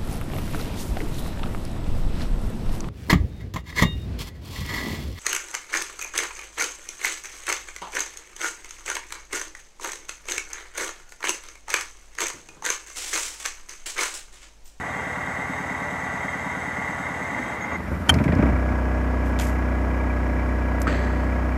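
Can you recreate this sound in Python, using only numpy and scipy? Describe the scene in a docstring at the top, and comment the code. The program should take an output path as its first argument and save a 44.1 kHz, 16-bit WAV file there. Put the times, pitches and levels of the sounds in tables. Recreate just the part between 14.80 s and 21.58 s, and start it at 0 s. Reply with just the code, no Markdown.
"""A small propane generator is started beneath a camper and heard through the floor, on one microphone.
Geared whine and noise make the starter; sums of engine orders make the chuff and the hum.
Ringing modes and noise bursts make the firings as it catches, surges and settles into a governed hum.
A rocker switch snaps back, small clicks and swishes pass, and a relay clacks in, over a faint noise floor.
Levels in dB are relative: each layer adds its own gain."""
import sys
import numpy as np
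from scipy import signal
from scipy.fft import rfft, irfft, next_fast_len
from scipy.io import wavfile

SR = 44100
rng = np.random.default_rng(int(sys.argv[2]) if len(sys.argv) > 2 else 0)


def put_to_file(sound):
    """Save the sound as 16-bit audio at rate SR, in the file named by the first command-line argument."""
    columns = np.atleast_2d(sound).T  # one column per channel
    safe = np.clip(columns, -1, 1)
    whole_steps = np.round(safe * 32767)
    wavfile.write(sys.argv[1], SR, whole_steps.astype(np.int16))


N = 298909
TIME = np.arange(N) / SR   # s
CUTOFF_HZ = 14700   # top of the microphone channel
FIRST_FIRING_S = 2.53


def from_db(db):
    """Decibels to an amplitude factor."""
    return 10 ** (np.asarray(db) / 20)


def rms_one(x):
    """Scales a signal to an rms of 1."""
    return x / np.sqrt(np.mean(x ** 2) + 1e-20)


def in_time(rows):
    """Each column of a curve, joined by straight lines."""
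    s, *columns = np.transpose(rows)
    return [np.interp(TIME, s, c) for c in columns]


def ramp(start, length):
    """Goes from 0 to 1 in a straight line."""
    return np.clip((TIME - start) / length, 0, 1)


def white():
    """White noise over the whole scene."""
    return rng.standard_normal(N)


def drift(rate):
    """Slow chance with a spread of 1, weaker above the given rate in Hz."""
    hz = np.fft.rfftfreq(N, 1 / SR)[:4000]
    slow = irfft(rfft(rng.standard_normal(7998)) / (1 + (hz / rate) ** 2))
    return np.interp(TIME, np.linspace(0, N / SR, len(slow)), rms_one(slow))


def coloured(x, spectrum):
    """A sound shaped by a spectrum of (Hz, dB per Hz); rms 1."""
    size = next_fast_len(N)
    hz, db = np.transpose(spectrum)
    bins = np.fft.rfftfreq(size, 1 / SR) + 1
    gain = from_db(np.interp(np.log(bins), np.log(hz), db))
    return rms_one(irfft(rfft(x, size) * gain, size)[:N])


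def resonant_noise(resonances):
    """Each resonance rings on noise of its own, with steep skirts; rms 1."""
    out = 0
    for hz, width, db in resonances:
        edges = [hz - width / 2, hz + width / 2]
        band = signal.butter(2, edges, "band", fs=SR, output="sos")
        out = out + from_db(db) * np.sqrt(width) * rms_one(signal.sosfilt(band, white()))
    return rms_one(out)


def dying(start, t60, rise=0.00053):
    """An envelope that jumps up and dies away by 60 dB in t60 seconds."""
    age = np.maximum(TIME - start, 0)
    return (1 - np.exp(-(age / rise) ** 2)) * from_db(-60 * np.minimum(age / t60, 5))


def bursts(at, level_db, t60, rise):
    """The joint envelope of dying bursts that start at the given samples, each at its own level."""
    energy = np.zeros(N)
    energy[at] = from_db(level_db) ** 2
    shape = dying(0, t60, rise)[:SR] ** 2
    return np.sqrt(np.abs(signal.fftconvolve(energy, shape)[:N]))


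def ring(clicks, hz, t60):
    """A unit click sets a sine of height 1 ringing."""
    r, w = from_db(-60 / (t60 * SR)), 2 * np.pi * hz / SR
    return signal.lfilter([0, np.sin(w)], [1, -2 * r * np.cos(w), r * r], clicks + 1e-18)


def beat(turns, sharpness):
    """One smooth swell a turn; rms 1."""
    return rms_one(np.exp(sharpness * np.cos(2 * np.pi * turns)))


def orders(table, turns, smear, waver, odd_lag=0):
    """A repeating pressure pulse; the path smears its upper partials and they waver a little."""
    waver_rate = 9.2   # Hz
    out = 0
    for k, db in table:
        lag = odd_lag * (k % 2) + smear * k * rng.standard_normal() + waver * k * drift(waver_rate)
        out = out + from_db(db) * np.cos(2 * np.pi * k * turns + lag)
    return rms_one(out)


def knocks(turns, t60, uneven_db):
    """One knock a turn, each setting the same dense body modes ringing, for a quarter second at most."""
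    clicks = np.diff(np.floor(turns), prepend=np.floor(turns[0])) * from_db(uneven_db * white())
    body = (white() * dying(0, t60))[:SR // 4]
    return rms_one(signal.fftconvolve(clicks, body)[:N])


def background():
    """Steady faint broadband noise under everything at the microphone."""
    return from_db(-55.5) * coloured(white(), [(20, -14), (200, -10), (2000, -2.5), (14000, -15.5)])


# Brief swishes. Each row: start in seconds, level in dB, attack in seconds, t60 in seconds.
SWISHES = [(4.44, -47, 0.015, 0.41), (4.599, -32, 0.0081, 0.36)]
# Their spectrum. Each row: frequency in Hz, density in dB per Hz.
SWISH_COLOUR = [(800, -26), (2200, 8), (3100, -2), (4000, -9), (7000, -1), (10000, -9), (12500, -4),
                (15000, -25)]


def swishes():
    """Short bursts of coloured noise with a fast grain."""
    envelope = sum(from_db(db) * dying(s, t60, rise=attack) for s, db, attack, t60 in SWISHES)
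    grain = rms_one(from_db(2.3 * drift(260)))
    return envelope * grain * coloured(white(), SWISH_COLOUR)


# Small clicks. Each row: start in seconds, level in dB, centre in Hz, width in octaves, t60 in seconds.
TICKS = [(3.288, -31, 5470, 0.7, 0.038), (3.34, -30.5, 4930, 0.36, 0.036), (3.341, -38, 7400, 1, 0.019),
         (3.439, -41.5, 6300, 0.6, .06), (3.551, -40, 5240, 0.4, .022), (4.589, -26, 3400, 1.1, 0.018),
         (4.596, -25, 6800, 0.31, .022), (4.5979, -23, 1700, 1, 0.024), (4.6102, -33, 2950, 0.32, .035),
         (4.668, -39.5, 6000, 1, 0.086), (5.999, -42, 12500, .3, 0.042), (6.017, -26, 6740, 0.45, 0.018),
         (6.018, -36, 3600, 1.4, 0.018), (6.0175, -41, 12000, .4, 0.016), (6.027, -37, 12300, .4, 0.027)]


def ticks():
    """Dry little clicks: bursts of noise, each in its own band."""
    out = 0
    for s, db, hz, octaves, t60 in TICKS:
        edge = 2 ** (octaves / 2)
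        edges = [hz / edge, min(hz * edge, CUTOFF_HZ)]
        band = signal.butter(1, edges, "band", fs=SR, output="sos")
        out = out + from_db(db) * dying(s, t60) * rms_one(signal.sosfilt(band, white()))
    return out


# Relay contacts. Each row: start in seconds, level in dB, pitch of the clack in Hz.
RELAY = [(6.0698, -11.5, 1290), (6.077, -19, 1550), (6.087, -21, 1490)]
# Resonances of the relay box. Each row: frequency in Hz, width in Hz, level in dB.
RELAY_BOX = [(950, 70, -7), (1160, 140, -1.5), (1770, 450, 1.5), (2410, 320, -6.5), (3100, 830, -14.5),
             (4400, 830, -15), (6360, 600, -21), (7700, 910, -22)]


def relay(tail_db=-31, tail_t60=1.28, thud_db=-25, thud_t60=0.99, crack_db=-13, clack_t60=0.026):
    """The contacts slam and bounce; their box rings on and the wall thuds."""
    start = RELAY[0][0]
    clack = 0
    for s, db, hz in RELAY:
        clack = clack + from_db(db) * dying(s, clack_t60) * np.sin(2 * np.pi * hz * (TIME - s))
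    blows = sum(from_db(crack_db + db) * dying(s, 0.023) for s, db, _ in RELAY)
    # the tail is gritty: its level flickers by 2 dB
    tail = from_db(tail_db + 2.0 * drift(150)) * dying(start, tail_t60, rise=0.004)
    box = resonant_noise(RELAY_BOX) * np.hypot(blows, tail)
    wall = coloured(white(), [(20, -25), (55, -10), (120, 0), (300, 1), (600, -4), (900, -10), (2000, -55)])
    thud = from_db(thud_db) * wall * dying(start, thud_t60, rise=0.0085)
    return clack + box + thud


# Switch contacts. Each row: start in seconds, ring level in dB, crack level in dB.
SNAP = [(3.2930, -22, 1.5), (3.2925, -8, -31), (3.2941, -7, -28), (3.2977, -3.5, -20), (3.302, -24, -12)]
# Panel modes rung by the switch. Each row: frequency in Hz, level in dB, t60 in seconds.
ROCKER = [(678, -21, 0.075), (790, -18, 0.04), (930, -13, .04), (1170, -15, 0.037), (1482, -4, 0.025),
          (1830, -15, .025), (2070, -15, 0.02), (2330, -7, 0.022), (3133, 2.5, 0.029), (3260, -12, 0.03),
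          (4370, -17.5, 0.027), (5400, -21, .02), (6440, -24, .018), (9765, -18, 0.014)]


def rocker(ring_db=-1, crack_db=-8, crack_t60=0.019, knock_db=-13, knock_t60=0.04):
    """The spring throws the switch back; it chatters on its stop, rings the panel, knocks on the wooden wall."""
    start = SNAP[0][0]
    crack = coloured(white(), [(100, -13), (750, 6), (1400, 7), (2500, -1), (4200, -14), (6500, 2),
                               (8500, -11), (10200, 0.5), (12000, -16), (15000, -18)])
    chatter = sum(from_db(db) * dying(s, crack_t60, rise=0.00068) for s, _, db in SNAP)
    wood = coloured(white(), [(150, -25), (400, 0), (800, 1), (2000, -1), (2700, -6), (3800, -31), (8000, -50)])
    knock = from_db(knock_db) * wood * dying(start, knock_t60, rise=0.0025)
    out = from_db(crack_db) * crack * chatter + knock
    for hz, mode_db, t60 in ROCKER:
        energy = sum((from_db(db) * dying(s, t60)) ** 2 for s, db, _ in SNAP)
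        tone = np.sin(2 * np.pi * hz * (TIME - start))
        out = out + from_db(ring_db + mode_db) * np.sqrt(energy) * tone
    return out


def regulator(hz=1664.0, level_db=-43, overtone_db=-70):
    """A thin steady electrical whine and its fourth harmonic, two octaves up, once the set makes power."""
    on = np.sqrt(ramp(3.14, 0.52))
    phase = 2 * np.pi * hz * TIME
    tone = from_db(level_db + .5 * drift(8)) * np.sin(phase)
    overtone = from_db(overtone_db) * np.sin(4 * phase)
    return np.sqrt(2) * on * (tone + overtone)


# The drive grips again. Each row: centre in seconds, mesh level in dB, chirp level in dB.
GRIPS = [(2.832, -9, -47.5), (2.935, 0.5, -51)]


def grips():
    """Short bell-shaped swells of mesh noise and chirp each time the drive grips again."""
    grip_s = 0.03
    return sum(from_db(levels_db)[:, None] * np.exp(-((TIME - s) / grip_s) ** 2) for s, *levels_db in GRIPS)


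def overrun(hz=6560, width_hz=220):
    """The starter's clutch chirps each time it grips: narrow noise under the grip swells."""
    _, chirp = grips()
    return resonant_noise([(hz, width_hz, 0)]) * chirp


# Armature before drag and coasting, stepping up as the engine helps.
# Each row: time in seconds, speed in turns per second.
ARMATURE = [(0, 130.4), (0.8, 130.75), (1.5, 131.0), (2.1, 131.5), (2.48, 131.8), (2.53, 132.6),
            (2.56, 137), (2.86, 137), (2.9, 140)]
# Gear tones. Each row: multiple of the armature rate, rms level in dB.
STARTER_ORDERS = [(6, -45), (14, -49.5), (15, -38.5), (16, -45)]
# Grinding gears. Each row: frequency in Hz, density in dB per Hz.
GEAR_NOISE = [(25, -60), (60, -41), (150, -14), (260, -7), (380, -13), (600, -8), (800, -8.5), (1250, -10),
              (1650, -11), (2050, -10.5), (2450, -21.5), (3700, -46), (7800, -45), (14500, -56)]
# Hiss of the loaded gear teeth. 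Each row: frequency in Hz, density in dB per Hz.
TOOTH_HISS = [(2000, -22), (2800, 6.5), (3700, 2.5), (4400, -2.5), (7800, -0.5), (10000, -15), (14500, -22)]
# Starter housing resonances. Each row: frequency in Hz, width in Hz, level in dB.
HOUSING = [(421, 21.6, -8), (505.7, 24, -8.5), (595, 24, -5), (685, 26, -4.5), (728, 23, -7.5),
           (868, 37, -2), (969, 39, -3), (1071, 24, -7.5), (1146, 43, -3), (1273, 23, -10), (1345, 20, -8),
           (1440, 34, -4.5), (1564, 42, -4.5), (1724, 40, -7.5), (1830, 70, -8), (1924, 27, -2.5),
           (1988, 36, -0.5), (2094, 52, -0.5), (2205, 44, -9.5), (2328, 45, -17.5), (2760, 58, -21.5),
           (3230, 38, -20), (3720, 75, -21.5)]
# Whirr of the starter pinion. Each row: frequency in Hz, width in Hz, level in dB.
PINION = [(6180, 65, 2.5), (6510, 210, 0.5), (7350, 130, -3.5), (7835, 156, 1), (9780, 450, -9.5)]
PINION_FADE_S, PINION_FADE_DB = 0.6, 12   # the pinion unloads once the engine fires
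LET_GO_S, LET_GO_FADE_S, SLACK_DB = 2.745, 0.053, -2.5   # the engine outruns the drive
SLACK_PINION_DB = -15   # the slack pinion all but stops whirring
CUT_OUT_S, CUT_OUT_FADE_S, CUT_OUT_DROP_DB = 2.955, 0.028, 5.5   # the current is cut
COAST_DB_PER_S, COAST_S = 21, 0.56   # level loss; time constant of the slowing
TURN_DRAG, STROKE_DRAG = 0.15, 0.24   # sharpness of the swells, two and four to a cycle


def starter(cycles, gear_hz=2015, gear_width_hz=230, pinion_db=-53, drag_phase=0.36, unload_db=-3):
    """Gears whine and grind in the housing; strokes drag the armature until it is outrun and coasts down."""
    coasting = np.maximum(TIME - CUT_OUT_S, 0)
    speed = in_time(ARMATURE)[0] * np.exp(-coasting / COAST_S)
    speed = speed * (1 + 0.0011 * np.sin(2 * np.pi * cycles) + 0.0011 * drift(32.0))
    turns = np.cumsum(speed) / SR
    whine = 0
    for k, db in STARTER_ORDERS:
        # the mesh tones fade once they climb past the ring gear's resonance
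        past = np.maximum(k * speed - gear_hz, 0) / (gear_width_hz / 2)
        level = from_db(db + drift(23)) / np.sqrt(1 + past ** 4)
        whine = whine + level * np.sqrt(2) * np.sin(2 * np.pi * k * turns)
    eased = ramp(FIRST_FIRING_S, PINION_FADE_S)
    slack = ramp(LET_GO_S, LET_GO_FADE_S)
    thumps = knocks(cycles, t60=0.42, uneven_db=1.0)
    grind = from_db(-34) * coloured(white() + 0.5 * thumps, GEAR_NOISE)
    housing = from_db(-32.5 + unload_db * eased) * resonant_noise(HOUSING)
    whirr_db = pinion_db - PINION_FADE_DB * eased ** 2 + SLACK_PINION_DB * slack
    pinion = from_db(whirr_db) * resonant_noise(PINION)
    mesh_grip, _ = grips()
    mesh = from_db(SLACK_DB * slack) + mesh_grip
    cut_out = ramp(CUT_OUT_S, CUT_OUT_FADE_S)
    power = from_db(-CUT_OUT_DROP_DB * cut_out - COAST_DB_PER_S * coasting)
    drag = beat(2 * (cycles - drag_phase), TURN_DRAG) * beat(4 * (cycles - drag_phase), STROKE_DRAG)
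    hiss = from_db(-53 + SLACK_DB * slack) * coloured(white(), TOOTH_HISS)
    teeth = mesh * (whine + housing) * drag + hiss
    return power * (teeth + (grind + pinion) * beat(turns, sharpness=0.081))


MOUNT_RATE, MOUNT_WIDTH = 17.4, 9.3   # resonance of the mounts, engine cycles per second


def mounts(cycles, speed, force_db, shake_db=-11):
    """Running up, the set passes through the resonance of its mounts and shakes the floor."""
    resonance = 1 / np.hypot(1, (speed - MOUNT_RATE) / (MOUNT_WIDTH / 2))
    rumble = coloured(white(), [(30, -39), (52, 7), (85, 15.0), (115, -28), (170, 10), (260, -4.5), (400, -43.5)])
    shake = ramp(FIRST_FIRING_S, 0.046) * from_db(shake_db + force_db)
    return shake * resonance * rumble * beat(cycles, sharpness=0.12)


def roar(cycles, force_db, level_db=-21):
    """At open throttle the exhaust roars between the single firings."""
    rush = coloured(white(), [(60, -40), (170, 0), (300, 0), (380, -7), (500, -4), (680, -6),
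                              (850, -15), (1600, -22), (3000, -55)])
    return ramp(3.27, 0.06) * from_db(level_db + force_db) * rush * beat(cycles, sharpness=0.2)


# Single firings, weak at first, hard as it catches, one late. Each row: start in seconds,
# exhaust lag in seconds, boom level in dB, bark level in dB, rattle level in dB.
FIRINGS = [(2.586, 0.0053, -34, -28, -57), (2.977, 0.0087, -30, -36, -60), (3.040, .004, -39, -38, -60),
           (3.108, 0.0062, -19, -21, -47), (3.157, 0.0067, -28, -35, -48), (3.190, .006, -24, -42, -55),
           (3.272, 0.0072, -21, -34, -55), (3.298, .004, -12.5, -37, -55), (3.326, .004, -15, -24, -50),
           (3.338, .018, -11.5, -26, -25), (3.385, 0.014, -10.5, -18, -23.5), (3.437, 0.018, -11, -24, -26),
           (3.478, 0.0062, -11.5, -17, -25.5), (3.519, 0.0045, -13.5, -17, -23.5),
           (3.552, 0.0045, -12, -23, -40), (3.584, 0.0029, -9.5, -16.5, -28),
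           (3.622, 0.0037, -12, -17.5, -27), (3.654, 0.0028, -15, -21, -34), (3.685, 0.0029, -13, -25, -34),
           (3.718, .004, -18, -27, -40), (3.9, 0.0061, -18, -34, -46)]
# Floor and cabin modes. Each row: frequency in Hz, level in dB, t60 in seconds.
CABIN = [(60.5, -6.5, 0.15), (83, 3.5, 0.18), (138, 1.5, 0.1), (176, -1.5, 0.18), (229.7, -1, 0.17),
         (252, -4, 0.065), (289, -7.5, 0.078), (408, -11.5, 0.16), (613, -14, 0.22)]
BARK_T60, RATTLE_T60, RUMBLE_T60, BARK_RISE_S = 0.07, 0.065, 0.13, 0.002   # s


def catching(boom_db=-8, uneven_db=1.5, rumble_db=-4):
    """Each firing rattles the casing; its exhaust barks, booms through the floor, rumbles on in the cabin."""
    s, exhaust_lag, force_db, bark_db, rattle_db = np.transpose(FIRINGS)
    fired = (s * SR).astype(int)
    vented = ((s + exhaust_lag) * SR).astype(int)
    boom = 0
    for k, (hz, mode_db, t60) in enumerate(CABIN):
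        pushes = np.zeros(N)
        uneven = uneven_db * rng.standard_normal(len(s))
        pushes[vented] = from_db(boom_db + force_db + mode_db + uneven)
        boom = boom + (-1) ** k * ring(pushes, hz, t60)
    rumble = coloured(white(), [(35, -33), (70, -3.0), (150, 3.0), (290, 4.5), (380, -17), (600, -27),
                                (900, -18), (2000, -69)])
    bark = coloured(white(), [(100, -18), (200, -2), (300, 3), (380, -6), (650, -6), (850, -12),
                              (1500, -15.5), (3000, -58)])
    rattle = coloured(white(), [(400, -2), (1200, -6), (1900, 3), (2350, 2.0), (2900, -11.5), (4000, -21),
                                (8000, -33), (14000, -58)])
    out = (boom + rumble * bursts(vented, force_db + rumble_db, RUMBLE_T60, rise=0.0048)
           + bark * bursts(vented, bark_db, BARK_T60, rise=BARK_RISE_S)
           + rattle * bursts(fired, rattle_db, RATTLE_T60, rise=BARK_RISE_S))
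    return signal.sosfilt(signal.butter(8, 48, "high", fs=SR, output="sos"), out)


# Chuff, then hum. Each row: multiple of the cycle rate, level in dB.
CHUFF_ORDERS = [(4, -33), (5, -26), (6, -0.5), (7, -25), (8, 1.5), (9, 5), (10, 4), (11, -28), (12, -24),
                (13, -20), (14, 8), (18, 4), (20, 2.5), (21, -30), (23, -8), (24, 2.5), (26, -3), (28, -5),
                (32, -6)]
HUM_ORDERS = [(1, -44), (2, 0), (3, -11.5), (4, -22), (5, -14.5), (6, -20), (7, -15.5), (8, -11.5),
              (9, -17), (10, -18), (11, -20), (12, -21.5), (13, -26), (14, -23.5), (15, -26), (16, -21.5),
              (17, -26), (18, -36), (19, -20.5), (20, -24), (21, -24), (22, -24), (23, -24.5), (24, -24),
              (25, -27.5), (26, -37), (27, -28), (28, -32.5), (29, -30.5), (30, -28.5), (31, -27.5),
              (32, -28), (33, -33), (34, -37), (35, -30), (36, -28), (37, -29.5), (38, -30), (39, -34),
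              (40, -29)]
# Puff of air, clatter, then valve gear. Each row: frequency in Hz, density in dB per Hz.
PUFF = [(120, -31), (190, 2), (260, 1), (310, -5.5), (420, -25), (800, -50)]
CLATTER = [(30, -50), (70, -15), (115, -17.5), (165, -13.5), (240, -12.5), (310, -11.5), (350, -21),
           (450, -17.5), (600, -14), (800, -20.5), (1150, -18.5), (1600, -21.5), (2300, -30.5),
           (2600, -35.5), (3600, -49.5), (14500, -70)]
TAPPETS = [(900, -28), (1300, 1.5), (1900, -3), (2400, -9.5), (3200, -27.5), (8000, -45)]
# Engine casing and its bay, then a loose rocker arm. Each row: frequency in Hz, width in Hz, level in dB.
CASING = [(291.3, 29, 13), (599, 71, 7), (942, 120, 5.5), (2005, 104, 2.5), (2880, 540, -16.5),
          (5370, 1030, -23), (6600, 270, -32), (7460, 750, -28)]
ROCKER_ARM = [(2320, 54, 2), (2406, 180, -13.5), (2130, 100, -5)]
RUNNING_RATE = 31.05   # engine cycles per second
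CHUFF_DB, CHUFF_UP_TO_RATE, CHUFF_LOSS_DB_PER_RATE = -39.5, 17, 6   # fades above this cycle rate
PUFF_DB, PUFF_PHASE = 1, 0.54   # against the compression thump; share of a cycle
HUM_DB, HUM_DB_PER_RATE = -22, 2.5   # at running rate; per cycle per second
CLATTER_BUILD_S, CLATTER_SURGE_DB, CLATTER_DB_PER_RATE = 0.44, 4.5, 0.3
CYCLE_SWELL, VALVE_SWELL = 0.24, 0.15   # sharpness of the swell with each cycle and each valve beat
CHIRP_DB, CHIRP_UNEVEN_DB = -50.5, 2.2
CHIRP_PHASE, CHIRP_SHARPNESS = 0.91, 0.85   # share of a cycle; sharpness of the swell


def engine(cycles, speed, force_db):
    """Chuffs while cranked, hums more with speed; valves clatter in the casing, harder at open throttle."""
    chuff_db = CHUFF_DB - CHUFF_LOSS_DB_PER_RATE * np.maximum(speed - CHUFF_UP_TO_RATE, 0)
    thump = orders(CHUFF_ORDERS, cycles - .03, smear=0.068, waver=0.017)
    air = coloured(knocks(cycles, t60=0.88, uneven_db=1.5), PUFF)
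    puff = air * beat(cycles - PUFF_PHASE, sharpness=0.93)
    chuff = from_db(chuff_db) * (thump + from_db(PUFF_DB) * puff)
    over_rate = speed - RUNNING_RATE
    # odd orders are shifted a quarter of their own period, for a smoother hum
    pulses = orders(HUM_ORDERS, cycles, smear=0.1984, waver=0.011, odd_lag=np.pi / 2)
    hum = from_db(HUM_DB + HUM_DB_PER_RATE * over_rate) * pulses
    strokes = beat(cycles, CYCLE_SWELL) * beat(3 * cycles, VALVE_SWELL)
    rattle = from_db(-34) * coloured(white() * strokes, CLATTER)
    tappets = from_db(-45) * coloured(knocks(cycles, t60=0.29, uneven_db=0.5), TAPPETS)
    casing = from_db(-39.0) * resonant_noise(CASING) * strokes
    # the loose rocker arm chirps once a cycle
    arm = from_db(CHIRP_DB + CHIRP_UNEVEN_DB * drift(12)) * resonant_noise(ROCKER_ARM)
    chirps = arm * beat(cycles - CHIRP_PHASE, CHIRP_SHARPNESS)
    surge_db = CLATTER_SURGE_DB * from_db(force_db - force_db.max())
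    clatter = ramp(FIRST_FIRING_S, CLATTER_BUILD_S) * from_db(surge_db + CLATTER_DB_PER_RATE * over_rate)
    return chuff + hum + clatter * (rattle + tappets + casing + chirps)


# Cranking, first weak firings, catch, governed run.
# Each row: time in seconds, speed in engine cycles per second.
SPEED = [(0.0, 9.312), (2.48, 9.312), (2.58, 13.504), (3.17, 13.563), (3.31, 22.123), (3.43, 21.335),
         (3.6, 31.473), (3.95, 31.188), (4.4, 31.104), (5.3, 31.058), (6.78, 31.04)]
# Throttle opening until the governor closes it, with one small after-surge.
# Each row: time in seconds, force in dB.
THROTTLE = [(2.58, -32), (2.92, -27), (3.05, -22), (3.12, -13), (3.25, -18.5), (3.33, -9), (3.52, -21),
            (3.69, -15), (3.79, -49), (3.9, -23), (4.02, -37)]


def scene():
    """Speed and throttle curves drive engine, roar and mounts; starter and firings also follow their own tables."""
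    speed, = in_time(SPEED)
    force_db, = in_time(THROTTLE)
    cycles = np.cumsum(speed) / SR
    generator = (starter(cycles) + overrun() + engine(cycles, speed, force_db) + catching()
                 + roar(cycles, force_db) + mounts(cycles, speed, force_db) + regulator())
    return (background() + swishes() + ticks() + relay() + rocker() + generator)[None]


def record(dry):
    """The microphone channel rounds the peaks and cuts the top."""
    top_cut = signal.ellip(10, .2, 80, CUTOFF_HZ, fs=SR, output="sos")
    return signal.sosfilt(top_cut, np.tanh(dry))


dry = scene()
out = record(dry)
put_to_file(out)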